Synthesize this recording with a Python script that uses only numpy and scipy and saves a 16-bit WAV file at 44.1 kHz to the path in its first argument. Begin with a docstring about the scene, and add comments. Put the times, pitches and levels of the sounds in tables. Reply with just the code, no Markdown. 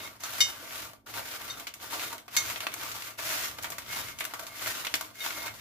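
"""Dry rustling and crisp taps, close by: a hand tosses fried sticks in sugar on a steel plate.
Each push drags crust and sugar over the steel and makes the plate judder on the counter.
Sticks tumble and knock; friction briefly keeps a plate mode singing. Now and then something hard,
likely a finger ring, clinks on the plate and sets it ringing.
The small kitchen adds short echoes, a low rumble and an appliance's hum."""
import sys
import numpy as np
from scipy import signal
from scipy.fft import rfft, irfft
from scipy.io import wavfile
from scipy.ndimage import uniform_filter1d

SR = 44100
rng = np.random.default_rng(int(sys.argv[2]) if len(sys.argv) > 2 else 0)


def persist_wave(psi):
    """Save psi, clipped to +-1, as 16-bit WAV."""
    counts = np.round(np.clip(psi, -1, 1) * 32767).astype(np.int16)
    wavfile.write(sys.argv[1], SR, np.atleast_2d(counts).T)


N = 247179
TIME_S = np.arange(N) / SR
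BINS_HZ = np.fft.rfftfreq(4096, 1 / SR)

# Hand pushes through the pile. Each row: start, rise and length in seconds, then crust scrape,
# sugar hiss and plate rumble in dB.
HAND_PUSHES = [(-.05, .03, .12, -44.5, -43.5, -60), (0.184, 0.072, 0.32, -46, -41.5, -65),
               (0.535, .04, 0.18, -48.5, -46.5, -68), (0.646, 0.11, 0.18, -45.5, -39.5, -62),
               (0.84, 0.037, 0.025, -49.5, -50, -58), (1.059, 0.014, 0.095, -46.5, -46, -67),
               (1.124, 0.049, .07, -40.5, -40.5, -60), (1.211, 0.063, 0.14, -45, -40.5, -66),
               (1.37, 0.082, .12, -43.5, -41, -60), (1.525, 0.026, 0.095, -47, -49.5, -64),
               (1.747, .02, 0.094, -53.5, -55, -79), (1.795, 0.015, 0.11, -47.5, -45, -63),
               (1.894, 0.017, 0.19, -41, -38.5, -73), (2.063, 0.098, 0.062, -40.5, -44, -74),
               (2.294, 0.062, 0.068, -48, -39.5, -59), (2.369, 0.0083, 0.18, -42.5, -38.5, -59.5),
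               (2.58, 0.025, 0.4, -47, -51, -60.5), (2.744, 0.037, 0.34, -49.5, -42.5, -77),
               (3.173, 0.018, 0.052, -45, -36.5, -65), (3.195, 0.077, 0.29, -43.5, -34, -61),
               (3.492, 0.014, 0.36, -49.5, -52, -59), (3.842, 0.11, 0.17, -41, -36, -54.5),
               (4.028, 0.013, 0.081, -48, -42.5, -59), (4.163, 0.022, 0.36, -51, -50, -65.5),
               (4.516, 0.16, .21, -39, -33, -61), (4.757, 0.018, 0.052, -40.5, -36.5, -71),
               (4.843, .03, 0.21, -49.5, -47.5, -61.5), (5.125, 0.14, 0.19, -44.5, -36, -76),
               (5.325, 0.022, 0.14, -44.5, -41.5, -62), (5.503, 0.041, 0.12, -53.5, -48.5, -60)]
# Sticks hitting the plate. Each row: start in seconds, level in dB, pitch in Hz, treble snap in dB,
# crumble relative to the crack in dB.
STICK_TAPS = [(0.2363, -37.5, 1300, 3.5, -10), (0.3834, -35, 1500, 5.5, 25), (.9335, -49, 700, 0, -25),
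              (1.139, -39, 2200, 2, -6), (1.598, -40.5, 2580, 9, -7), (1.669, -34, 2770, 0, 9),
              (1.7395, -40, 2200, 12, -7), (1.9952, -35.5, 2700, -2, 11), (2.128, -35, 1020, 3, 4),
              (2.181, -47, 3000, 14, -18), (2.2802, -43, 930, -5.5, 4), (2.4997, -31, 1800, 5, 17),
              (2.5592, -35, 2120, -10, -7), (2.6047, -33, 2500, 1, 1), (2.6683, -28, 1900, -7, -32),
              (2.7399, -33.5, 2310, 10, -20), (2.915, -37.5, 3000, 4, 8), (3.022, -38, 2390, 4, -17),
              (3.0865, -48, 1800, -2, -1), (3.189, -38, 1500, -9, 20), (3.2917, -35.5, 1510, 11, -17),
              (3.3244, -32.5, 1400, 5, 19), (3.586, -38.5, 600, -8, -15), (3.625, -38, 2957, 14, 14),
              (3.6337, -37, 1900, 10, -11), (3.6434, -31, 1570, -2, 13), (3.7025, -35.5, 500, 9, -5),
              (3.7196, -36, 1510, 2, 5), (3.783, -34, 1780, 5.5, -5), (3.901, -44, 1500, -7, -13),
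              (4.0845, -39, 1700, -1, 5), (4.1868, -37, 2500, 8, 9), (4.2, -35, 2200, 25, 11),
              (4.206, -30, 2060, -13, 9), (4.2405, -37, 1480, 7, -3), (4.2517, -32, 1860, 8, -21),
              (4.337, -33.5, 1190, 0.5, 8), (4.3945, -37, 1200, 4.5, -7), (4.467, -39, 3040, 7.5, 3),
              (4.8485, -32.5, 2400, 3, -1), (4.8684, -30.5, 2800, -3, -17), (4.9403, -23.5, 2940, 0.5, -9),
              (4.954, -30.5, 2100, 10, -10), (5.0101, -32.5, 910, 3, -12), (5.262, -31.5, 1280, -5, -16),
              (5.3053, -35, 1400, -6, -14), (5.4793, -37, 1740, -7, -9)]
# Hard contacts. Each row: start in seconds, ring in dB, tick in dB, contact time in seconds,
# place from rim 0 to floor 1, low-mode and high-mode trim in dB, t60 factor due to the load.
HARD_CLINKS = [(0.204, -67, -50, .003, 1, -8, 18, 0.61), (0.236, -40, -39, 0.0027, .9, -7, 5, 0.52),
               (0.405, -18, -26, 0.0012, 0.12, 0, 1, 1), (1.499, -31, -58, 0.0011, 0.64, -12, -5.5, 0.65),
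               (2.366, -21, -21.5, 0.0042, 1, -1, 3, 0.54), (2.372, -38, -30, 0.0018, 1, 8.5, 9, 1.1),
               (5.203, -31.5, -56, 0.0046, 0.67, -0.5, -18, 0.56)]
# Steel plate modes. Each row: frequency in Hz, level struck at the rim and on the floor in dB,
# t60 in seconds, left minus right in dB, left phase lead in radians.
PLATE_MODES = [(2152, -6, 1, .17, -3, -.9), (2970, -1, -13, .27, 0, 1.8), (3698, 0, 0, .21, 5, -.7),
               (4296, -19, -6, .17, 0, .6), (4436, -10, -4, .17, 4, -.3), (4490, -11, -5, .19, 4, -.6),
               (5005, -7, -12, .24, 2, -1.3), (5722, -3, -4, .21, -1, -1.7), (6045, -19, -7, .14, -2, -.2),
               (6452, -13, -3, .19, -9, 2), (7228, -14, -9, .22, 0, -2.1), (7262, -14, -9, .17, 0, -1.4),
               (8002, -19, -22, .22, 5, .9), (10300, -21, -18, .13, 0, .3), (10640, -19, -20, .19, 4, 1.2)]
# Rubbed plate modes. Each row: start and length in seconds, frequency in Hz, level in dB.
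MODE_RUBS = [(0, .07, 2152, -53), (0, .06, 3698, -53), (1.96, .13, 3698, -54), (3.885, .1, 2152, -45),
             (3.96, .055, 3698, -45.5), (4.05, .12, 2152, -56), (4.47, .06, 2152, -54),
             (5.15, .13, 2152, -52), (5.335, .15, 2152, -44.5), (5.37, .11, 3698, -52)]
# Broad resonances of loaded plate and counter. Each row: centre in Hz, width in Hz, lift in dB.
BODY_RESONANCES = [(313, 35, 8.5), (648, 96, 10.5), (933, 108, 6.5), (1160.5, 69, 8.5), (1384, 150, 6),
                   (1560, 31, 7), (2183, 170, 5.5), (3550, 19, 6)]
# Source spectra. Each row: frequency in Hz, relative level in dB.
CRUST_SPECTRUM = [(40, -22.5), (110, 0), (190, -10.5), (300, -13), (450, -6), (750, -0.5), (1300, 1),
                  (2200, -4), (4000, -2), (7000, -8.5), (15000, -7)]
SUGAR_SPECTRUM = [(200, -40), (1500, 11), (4000, 7.5), (6800, 6.5), (8500, -0.5), (12000, 6), (15500, 3.5)]
KNOCK_SPECTRUM = [(25, -51), (70, -31), (300, -7.5), (700, -6.5), (1400, -4.5), (2600, -1), (4000, -2.5),
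                  (7000, -3), (9000, -7.5), (13000, -4.5), (16000, -8)]
TICK_SPECTRUM = [(25, -73), (100, -15), (600, -12.5), (1500, 2), (4400, 0), (7000, 5.5), (8800, -4.5),
                 (10500, -1.5), (13000, -0.5), (16000, -6)]
RUMBLE_SPECTRUM = [(20, -25), (40, -3), (65, -2), (105, 5), (140, 1), (200, -3.5), (600, -52.5)]
DRONE_SPECTRUM = [(100, -18), (190, -14.5), (260, -4), (320, 0), (410, -4), (560, -5), (900, -17.5),
                  (3000, -47)]
ROOM_NOISE_SPECTRUM = [(20, -26), (30, -15), (42, -7), (62, -2), (85, -9), (108, -3.5), (135, 0.5),
                       (180, -29), (300, -10.5), (600, -11.5), (1500, -37), (4000, -52), (15000, -44)]
# Appliance hum. Each row: frequency in Hz, level in dB.
HUM_TONES = [(108, -72), (220.7, -72), (274.5, -73)]
# Kitchen reverberation. Each row: frequency in Hz, t60 in seconds.
KITCHEN_T60 = [(200, 0.62), (700, 0.29), (1800, 0.22), (4600, 0.17), (12000, 0.19)]
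# Colour of the two microphone ports. Each row: frequency in Hz, left minus right in dB.
PORT_BALANCE = [(150, 0.5), (320, -4), (560, -0.5), (660, 0), (900, 2), (1200, 0.5), (6000, 0),
                (7300, -3.5), (7700, 5), (8100, 5.5), (9500, 4.5), (11000, 3), (15500, 3.5)]


def hand():
    """Pushes drive three gain curves: crust scrape, sugar hiss, plate rumble."""
    crust_db, sugar_db, rumble_db = np.transpose(HAND_PUSHES)[3:]
    return (push_envelope(crust_db, fall_db_per_s=182),
            push_envelope(sugar_db, fall_db_per_s=248, surge_db=1),
            push_envelope(rumble_db, fall_db_per_s=127))


def push_envelope(levels_db, fall_db_per_s, surge_db=0):
    """Each push rises, holds, then dies away; the surge peaks mid-push, where the hand is fastest."""
    power = np.zeros(N)
    for (start_s, rise_s, length_s, *_), db in zip(HAND_PUSHES, levels_db):
        t = TIME_S - start_s
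        speed = np.sin(np.pi * np.clip(t / length_s, 0, 1))
        held_db = db + surge_db * (speed - 1) - fall_db_per_s * np.maximum(t - length_s, 0)
        power += (np.clip(t / rise_s, 0, 1) * amp(held_db)) ** 2
    return np.sqrt(power)


def rustle(scrape_gain, hiss_gain):
    """Crust and sugar slide over the steel, catching and slipping together."""
    catch = wander(rate_hz=40)
    crust = colour(grains(per_s=3000, spread_db=3.5, shared=0.51), curve(CRUST_SPECTRUM) + body_db())
    crust = patchy(crust, depth_db=2.5, span_s=.045, span_hz=400)  # each stick has its own hollow pitch
    sugar = colour(grains(per_s=12000, spread_db=5.5, shared=0.022), curve(SUGAR_SPECTRUM))
    return crust * scrape_gain * amp(3.0 * catch) + sugar * hiss_gain * amp(1.7 * catch)


def taps():
    """Sticks knock on the plate, too soft to make it ring."""
    out = np.zeros((2, N))
    for start_s, db, pitch_hz, snap_db, crumble_db in STICK_TAPS:
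        add(out, start_s, amp(db) * knock(pitch_hz, snap_db, crumble_db))
    return out


def tumbles(scrape_gain, per_s=7, centre_hz=1650, level_db=0.5, spread_db=1.5):
    """Sticks roll over one another: light random knocks whose level follows the scraping."""
    out = np.zeros((2, N))
    for at in np.flatnonzero(rng.random(N) < per_s / SR):
        softness, octave = rng.uniform(-1, 1, 2)
        gain = scrape_gain[at] * amp(level_db - spread_db * softness)
        add(out, TIME_S[at], gain * knock(centre_hz * 2 ** octave, snap_db=-7.5, crumble_db=-24))
    return out


def knock(pitch_hz, snap_db, crumble_db, lift_db=9, half_width_oct=1.12):
    """One stick hit: a broad hump at its pitch, a snap of crust in the treble."""
    hump_db = lift_db * np.exp(-(np.log2((BINS_HZ + 1) / pitch_hz) / half_width_oct) ** 2)
    treble_db = curve([(3400, 0), (8000, snap_db)])
    gain_db = curve(KNOCK_SPECTRUM) + body_db() + hump_db + treble_db
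    return crunch(gain_db, crack_s=0.0047, crumble_s=0.016, crumble_db=crumble_db, shared=0.2, blow=4.5)


def crunch(gain_db, crack_s, crumble_s, crumble_db, shared, blow, size=4096):
    """One contact: a blow, a sharp crack, then crumbling; energy of 12 ms at rms 1."""
    t = np.arange(size) / SR
    envelope = np.exp(-t / crack_s) + amp(crumble_db) * np.exp(-t / crumble_s)
    force = stereo(rng.standard_normal((3, size)), shared) * envelope
    force[:, 0] += blow
    sound = colour(force, gain_db)
    return sound / np.linalg.norm(sound) * np.sqrt(2 * .012 * SR)


def clinks():
    """Metal on metal: the place of contact weights the modes, which build up and ring out."""
    out = np.zeros((2, N))
    hz, rim_db, floor_db, t60_s, side_db, lead_rad = np.transpose(PLATE_MODES)
    for start_s, ring_db, _, contact_s, place, low_db, high_db, t60_factor in HARD_CLINKS:
        mode_db = rim_db + place * (floor_db - rim_db)
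        mode_db += curve([(2900, low_db), (3700, 0), (5000, high_db)], hz)
        ring = plate_ring(zip(hz, mode_db, t60_s * t60_factor, side_db, lead_rad))
        attack = 1 - np.exp(-TIME_S[:ring.shape[1]] / contact_s)
        add(out, start_s, amp(ring_db) * ring * attack)
    rattle = np.array([wander(rate_hz=130), wander(rate_hz=200)])  # loose sticks roughen the tone
    return out * (1 + 0.35 * rattle)


def plate_ring(modes, size=16000):
    """Decaying steel modes; each reaches the two ports out of step."""
    t = np.arange(size) / SR
    out = np.zeros((2, size))
    side = np.array([[.5], [-.5]])
    for hz, db, t60_s, side_db, lead_rad in modes:
        phase_rad = rng.uniform(0, 2 * np.pi) + lead_rad * side
        out += amp(db + side_db * side - 60 * t / t60_s) * np.sin(2 * np.pi * hz * t + phase_rad)
    return out


def ticks():
    """The bright, chattering contact that starts each clink."""
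    out = np.zeros((2, N))
    gain_db = curve(TICK_SPECTRUM)
    for start_s, _, tick_db, contact_s, *_ in HARD_CLINKS:
        tick = crunch(gain_db, crack_s=contact_s, crumble_s=.02, crumble_db=-7, shared=0.35, blow=0.7)
        add(out, start_s, amp(tick_db) * tick)
    return out


def singing(build_s=.015):
    """Friction keeps a plate mode ringing, unsteady in level and phase."""
    out = np.zeros((2, N))
    waver = amp(2.5 * wander(rate_hz=45)) * np.exp(.6j * wander(rate_hz=22))
    pole = np.exp(-1 / (build_s * SR))
    for start_s, length_s, hz, db in MODE_RUBS:
        rubbing = (TIME_S >= start_s) * (TIME_S < start_s + length_s)
        swell = signal.lfilter([1 - pole], [1, -pole], rubbing + 1e-12)
        tone = (waver * np.exp(2j * np.pi * hz * TIME_S)).real
        out += amp(db) * np.sqrt(2) * swell * tone
    return out


def plate_rumble(scrape_gain, rumble_gain, drone_db=-20):
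    """The pressed plate judders on the counter and drones as a shallow bowl."""
    judder = grains(per_s=1500, spread_db=0, shared=0.95)
    rumble = colour(judder, curve(RUMBLE_SPECTRUM)) * rumble_gain
    drone_gain = amp(drone_db) * scrape_gain ** 0.87  # grows a little more slowly than the scraping
    return rumble + colour(judder, curve(DRONE_SPECTRUM)) * drone_gain


def body_db():
    """Resonant lift that the loaded plate gives to scrapes and knocks."""
    return sum(db / (1 + (2 * (BINS_HZ - hz) / width_hz) ** 2) for hz, width_hz, db in BODY_RESONANCES)


def kitchen(x, wet_db, early_db, size=20000, echoes=8):
    """Adds single echoes from counter and wall, and a short diffuse tail."""
    reflections = rng.choice([-1., 1.], (2, size)) * (rng.random((2, size)) < 3000 / SR)
    reflections *= TIME_S[:size] > .006
    hz, t, spectrum = signal.stft(reflections, SR, nperseg=256)
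    decay = amp(-60 * t / curve(KITCHEN_T60, hz)[:, None])
    tail = signal.istft(spectrum * decay, SR, nperseg=256)[1]
    response = amp(wet_db) * tail / np.linalg.norm(tail[0])
    for channel in response:
        delays = (rng.uniform(.0015, .016, echoes) * SR).astype(int)
        channel[delays] += amp(early_db) * rng.choice([-1, 1], echoes) / np.sqrt(echoes)
    return x + signal.oaconvolve(x, response, axes=1)[:, :N]


def background(noise_db=-70):
    """Low room rumble and an appliance's wavering hum."""
    noise = colour(stereo(rng.standard_normal((3, N)), shared=0.9), curve(ROOM_NOISE_SPECTRUM))
    hum = sum(amp(db) * np.sqrt(2) * np.sin(2 * np.pi * hz * TIME_S + 0.31 * wander(rate_hz=3))
              for hz, db in HUM_TONES)
    return amp(noise_db) * noise + hum


def off_centre(x, left_late_s=.00007):
    """Delays the left channel: the plate lies nearer the right port."""
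    hz = np.fft.rfftfreq(2 * N, 1 / SR)
    left = irfft(rfft(x[0], 2 * N) * np.exp(-2j * np.pi * hz * left_late_s))[:N]
    return np.array([left, x[1]])


def grains(per_s, spread_db, shared):
    """Tiny fractures and slips: random clicks, most small, a few large."""
    sizes = amp(spread_db * np.minimum(rng.exponential(1, (3, N)), 4))
    clicks = rng.choice([-1, 1], (3, N)) * (rng.random((3, N)) < per_s / SR)
    return unit_rms(stereo(sizes * clicks, shared))


def patchy(x, depth_db, span_s, span_hz, size=512):
    """Patches of the spectrum swell and fade independently."""
    hz, t, spectrum = signal.stft(x, SR, nperseg=size)
    field = rng.standard_normal(spectrum.shape[1:])
    for axis, cells in enumerate([span_hz / hz[1], span_s / t[1]]):
        field = uniform_filter1d(field, max(round(cells), 1), axis)
    spectrum *= amp(depth_db * unit_rms(field))
    return unit_rms(signal.istft(spectrum, SR, nperseg=size)[1][:, :N])


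def wander(rate_hz):
    """Smooth noise of rms 1, rolled off above rate_hz."""
    lowpass = np.exp(-(np.fft.rfftfreq(N, 1 / SR) / rate_hz) ** 2)
    return unit_rms(irfft(rfft(rng.standard_normal(N)) * lowpass, N))


def colour(x, gain_db):
    """Minimum-phase filter of energy 1, shaped by gain_db on BINS_HZ."""
    log_gain = np.log(amp(np.r_[gain_db, gain_db[-2:0:-1]]))
    response = np.fft.ifft(np.exp(np.conj(signal.hilbert(log_gain)))).real
    return signal.oaconvolve(x, response[None] / np.linalg.norm(response), axes=1)[:, :x.shape[1]]


def stereo(three, shared):
    """Two channels from one common and two separate signals; shared is the common power fraction."""
    return np.sqrt(shared) * three[0] + np.sqrt(1 - shared) * three[1:]


def curve(points, hz=BINS_HZ):
    """Interpolates a table over log frequency."""
    points_hz, values = np.transpose(points)
    return np.interp(np.log(hz + 1), np.log(points_hz + 1), values)


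def add(mix, start_s, sound):
    """Mixes in a stereo sound at start_s."""
    part = mix[:, round(start_s * SR):][:, :sound.shape[1]]
    part += sound[:, :part.shape[1]]


def amp(db):
    """Decibels to gain."""
    return 10 ** (np.asarray(db) / 20)


def unit_rms(x):
    """Scales to rms 1."""
    return x / np.sqrt(np.mean(x ** 2) + 1e-20)


def scene():
    """One small room: sliding is wettest; knocks, rings and rumble come more directly."""
    scrape_gain, hiss_gain, rumble_gain = hand()
    plate = kitchen(clinks() + singing() + plate_rumble(scrape_gain, rumble_gain),
                    wet_db=-16, early_db=-24)
    steady = background()
    sliding = kitchen(rustle(scrape_gain, hiss_gain), wet_db=-5.5, early_db=-13)
    knocks = kitchen(taps() + ticks() + tumbles(scrape_gain), wet_db=-7.5, early_db=-18.5)
    return off_centre(sliding + knocks) + plate + steady


def record(dry, cutoff_hz=15480):
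    """The right port is duller, with a treble notch; a low-pass limits both channels."""
    hz = np.fft.rfftfreq(2 * N, 1 / SR)
    port_gain = amp(curve(PORT_BALANCE, hz) * np.array([[.3], [-.7]]))
    heard = irfft(rfft(dry, 2 * N) * port_gain)[:, :N]
    lowpass = signal.firwin(511, cutoff_hz, window=("kaiser", 8), fs=SR)
    return signal.oaconvolve(heard, lowpass[None], "same", axes=1)


dry = scene()
out = record(dry)
persist_wave(out)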